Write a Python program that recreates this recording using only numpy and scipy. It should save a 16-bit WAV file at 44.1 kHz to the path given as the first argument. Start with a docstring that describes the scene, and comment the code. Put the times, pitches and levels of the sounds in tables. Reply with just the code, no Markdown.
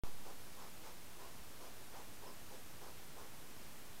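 """A pop, then steady hiss: a mono microphone switches on beside a garden path at night.
A few metres off, hedgehogs circle each other. One huffs about three times a second: turbulent air
excites its airway to a hollow puff and its nostrils to a thin hiss, at times with a whistle.
Then they shuffle off with faint scuffs and footfalls. Fence and paving return a short echo."""
import sys
import numpy as np
from scipy import signal
from scipy.fft import rfft, irfft, next_fast_len
from scipy.io import wavfile
from scipy.ndimage import map_coordinates

SR = 44100
rng = np.random.default_rng(int(sys.argv[2]) if len(sys.argv) > 2 else 0)


def persist_wave(psi):
    """Save psi, clipped to +-1, as 16-bit WAV."""
    counts = np.round(np.clip(psi, -1, 1) * 32767).astype(np.int16)
    wavfile.write(sys.argv[1], SR, np.atleast_2d(counts).T)


N = 176400

# Huffs: t/s, duration/s, puff level/dB, nasal level/dB, main resonance f/Hz, low-resonance gain/dB
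HUFF_EVENTS = [(0.014, 0.083, -58, -65.5, 1000, -3), (0.251, 0.075, -55.5, -66.5, 930, 2),
               (0.573, 0.11, -58.5, -67.5, 1030, -5), (0.838, 0.074, -58.5, -63, 950, -2),
               (1.193, 0.096, -58, -67, 920, -2), (1.601, 0.092, -58.5, -66.5, 900, 2),
               (1.931, 0.098, -56.5, -67, 930, -3), (2.223, 0.1, -57, -71, 925, 1),
               (2.504, 0.064, -57.5, -66.5, 900, 4), (2.81, 0.096, -57.7, -68.5, 960, 2),
               (3.162, 0.094, -58, -68, 1020, -1)]
# Airway resonances: f/(main resonance f), bandwidth/Hz, relative level/dB
AIRWAY_MODES = [(.44, 169, 7.5), (.6, 200, -8), (.83, 220, 2.5), (1.04, 252, 6), (1.35, 400, -29)]
# Nostril resonances: f/Hz, bandwidth/Hz, relative level/dB
NOSTRIL_MODES = [(3200, 870, -5.5), (4100, 520, -8), (5160, 1100, -5.5), (6100, 1200, -6),
                 (8800, 3600, -18)]
# Nostril whistles: t/s, duration/s, level/dB, initial f/Hz, final f/Hz
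WHISTLE_EVENTS = [(.61, .055, -71, 5190, 5290), (.865, .042, -72, 5220, 4970),
                  (1.645, 0.038, -70, 5000, 4900), (2.262, .054, -66.5, 5420, 5020),
                  (2.813, 0.046, -70, 5500, 5180), (2.87, 0.035, -70, 4520, 4350)]
# Paws landing on the path: t/s, level/dB
FOOTFALL_EVENTS = [(3.376, -56), (3.44, -59), (3.465, -50), (3.599, -49), (3.616, -47)]
# Modes of a paw's knock: mean f/Hz, relative level/dB, T60/s
KNOCK_MODES = [(230, -6, .03), (386, -8, .028), (566, -4, .025)]
# Feet scuffing the ground: t/s, duration/s, level/dB
SCUFF_EVENTS = [(1.506, 0.026, -61), (2.413, 0.026, -62), (3.332, .02, -66), (3.5, 0.023, -63),
                (3.563, 0.027, -63), (3.674, 0.023, -64)]
# Spectrum of scuffed ground: f/Hz, relative level/dB
GROUND_SPECTRUM = [(60, -21), (200, 11), (450, -3), (700, -1), (1100, -10), (2000, -14), (6000, -25),
                   (16000, -31)]
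# Spectrum of dry leaves: f/Hz, relative level/dB
LEAF_SPECTRUM = [(500, -30), (2500, -10), (5200, 9), (8000, -8), (16000, -17)]
# Spectrum of the microphone's hiss: f/Hz, relative level/dB
HISS_SPECTRUM = [(20, 2.5), (50, 2.5), (120, 1.5), (250, -1), (500, -4), (1000, -6), (2000, -9),
                 (4000, -11.5), (8000, -13.5), (14500, -14), (15800, -20)]

PUFF_RISE_S, HUFF_FALL_S, NOSE_LAG_S, NOSE_RISE_S = .019, .036, .0059, .014
PUFF_LOW_HZ, PUFF_HIGH_HZ = 323, 1510
LOW_MODE_RATIO = .7  # airway resonances below this ratio swell in the deeper huffs
FLOW_SMOOTH_S = .014
WHISTLE_SPREAD_HZ, WHISTLE_EDGE_S = 290, .012
BRUSH_START_S, BRUSH_LENGTH_S, BRUSH_DB = 3.615, .05, -68
ECHO_T60_S, ECHO_DB = .14, -15
SWITCH_ON_S, HISS_DB, BAND_LIMIT_HZ = .0363, -56.5, 15800
BIAS, POP_SIZE, SETTLE_S, SWING_HZ = .0047, .019, .17, .33  # bias and pop relative to full scale


def huffs():
    """Source and filter: turbulent air excites the resonances of the airway, then of the nostrils."""
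    out = np.zeros(N)
    for start, length, puff_db, nose_db, main_hz, depth_db in HUFF_EVENTS:
        modes = [(ratio * main_hz, width, db + depth_db * (ratio < LOW_MODE_RATIO))
                 for ratio, width, db in AIRWAY_MODES]
        puff = noise(lambda hz: resonances(hz, modes) * puff_band(hz))
        nose = noise(lambda hz: resonances(hz, NOSTRIL_MODES))
        puff_envelope = burst(start, length, PUFF_RISE_S, HUFF_FALL_S)
        nose_envelope = burst(start + NOSE_LAG_S, length - NOSE_LAG_S, NOSE_RISE_S, HUFF_FALL_S)
        out += amp(puff_db) * steady_flow(puff) * puff_envelope
        out += amp(nose_db) * nose * nose_envelope
    return out


def whistles():
    """Narrow-band resonance: a constricted nostril sings a breathy note that mostly sinks in pitch."""
    t, out = np.arange(N) / SR, np.zeros(N)
    gaussian = lambda hz: np.exp(-(hz / WHISTLE_SPREAD_HZ) ** 2 / 2)
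    for start, length, db, start_hz, end_hz in WHISTLE_EVENTS:
        pitch_hz = np.interp(t, [start, start + length], [start_hz, end_hz])
        phase = 2 * np.pi * np.cumsum(pitch_hz) / SR
        band = noise(gaussian) * np.cos(phase) + noise(gaussian) * np.sin(phase)
        out += amp(db) * steady_flow(band) * burst(start, length, WHISTLE_EDGE_S, WHISTLE_EDGE_S)
    return out


def footfalls():
    """Impact excitation: each paw sets off heavily damped modes, heard as a dull knock."""
    out = np.zeros(N)
    for start, db in FOOTFALL_EVENTS:
        t = np.maximum(np.arange(N) / SR - start, 0)
        onset = 1 - np.exp(-t / .0012)
        for mean_hz, mode_db, t60 in KNOCK_MODES:
            hz = mean_hz * rng.normal(1, .084)
            decay = np.exp(-np.log(1000) * t / t60)
            out += amp(db + mode_db) * onset * decay * np.sin(2 * np.pi * hz * t)
    return out


def shuffling():
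    """Friction noise: small feet scuff the ground, and a body brushes once past dry leaves."""
    scuffs = sum(amp(db) * burst(start, length, rise_s=.004, fall_s=.0088)
                 for start, length, db in SCUFF_EVENTS)
    brush = amp(BRUSH_DB) * burst(BRUSH_START_S, BRUSH_LENGTH_S, rise_s=.015, fall_s=.025)
    ground = grainy(coloured(GROUND_SPECTRUM), depth_db=2.3, rate_hz=270)
    leaves = grainy(coloured(LEAF_SPECTRUM), depth_db=3, rate_hz=400)
    return scuffs * ground + brush * leaves


def fence_echo(x):
    """Diffuse reflection: fence and paving return a tail that decays exponentially."""
    t = np.arange(SR // 3) / SR
    decay = np.exp(-np.log(1000) * t / ECHO_T60_S) * (t > .006)  # first arrival after 6 ms
    tail = rng.standard_normal(len(t)) * decay
    return signal.fftconvolve(x, tail / np.linalg.norm(tail))[:N]


def amp(db):
    """Amplitude ratio of a level in decibels."""
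    return 10 ** (np.asarray(db) / 20)


def unit_rms(x):
    """Normalisation to unit mean power."""
    return x / np.sqrt(np.mean(x ** 2) + 1e-20)


def filtered(x, response):
    """Linear filtering: the spectrum is multiplied by a frequency response."""
    size = next_fast_len(N + SR // 2)
    return irfft(rfft(x, size) * response(np.fft.rfftfreq(size, 1 / SR)), size)[..., :N]


def noise(response):
    """Spectral shaping of white noise, at unit rms."""
    return unit_rms(filtered(rng.standard_normal(N), response))


def coloured(spectrum):
    """Noise whose spectral level is interpolated over log frequency."""
    f, db = np.transpose(spectrum)
    return noise(lambda hz: amp(np.interp(np.log(hz + 1), np.log(f + 1), db)))


def resonances(hz, modes):
    """Gain of second-order resonators whose powers add."""
    return np.sqrt(sum(amp(db) ** 2 * (hz * width) ** 2 / ((f ** 2 - hz ** 2) ** 2 + (hz * width) ** 2)
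                       for f, width, db in modes))


def puff_band(hz):
    """Band-pass gain: 24 dB per octave below the puff's band, 12 above."""
    return 1 / np.sqrt((1 + (PUFF_LOW_HZ / (hz + 1)) ** 8) * (1 + (hz / PUFF_HIGH_HZ) ** 4))


def steady_flow(x):
    """Division by the running rms makes noise as even as a steady stream of air."""
    window = signal.windows.hann(int(2 * FLOW_SMOOTH_S * SR))
    power = signal.fftconvolve(x * x, window / window.sum(), "same")
    return x / np.sqrt(np.abs(power) + 1e-9)


def grainy(x, depth_db, rate_hz):
    """Random amplitude modulation roughens noise; the result has unit rms."""
    knots = rng.standard_normal(int(N * rate_hz / SR) + 4)
    flicker = map_coordinates(knots, [np.arange(N) * rate_hz / SR])
    return unit_rms(x * amp(depth_db * flicker))


def burst(start, length, rise_s, fall_s):
    """A plateau envelope; its sine edges reach rise_s and fall_s either side of its start and end."""
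    t = np.arange(N) / SR
    edge = lambda u: .5 + .5 * np.sin(np.pi / 2 * np.clip(u, -1, 1))
    return edge((t - start) / rise_s) * edge((start + length - t) / fall_s)


def scene():
    """Superposition of the animals' direct sound and its echo, alike in both channels."""
    animals = huffs() + whistles() + shuffling() + footfalls()
    return np.tile(animals + amp(ECHO_DB) * fence_echo(animals), (2, 1))


def record(dry):
    """Step response: the microphone pops on and settles to its bias, adds hiss and limits the band."""
    t = np.arange(N) / SR - SWITCH_ON_S
    hiss = amp(HISS_DB) * coloured(HISS_SPECTRUM)
    pop = BIAS + POP_SIZE * np.exp(-t / SETTLE_S) * np.cos(2 * np.pi * SWING_HZ * t)
    return filtered((dry + hiss + pop) * (t >= 0), lambda hz: hz < BAND_LIMIT_HZ)


dry = scene()
out = record(dry)
persist_wave(out)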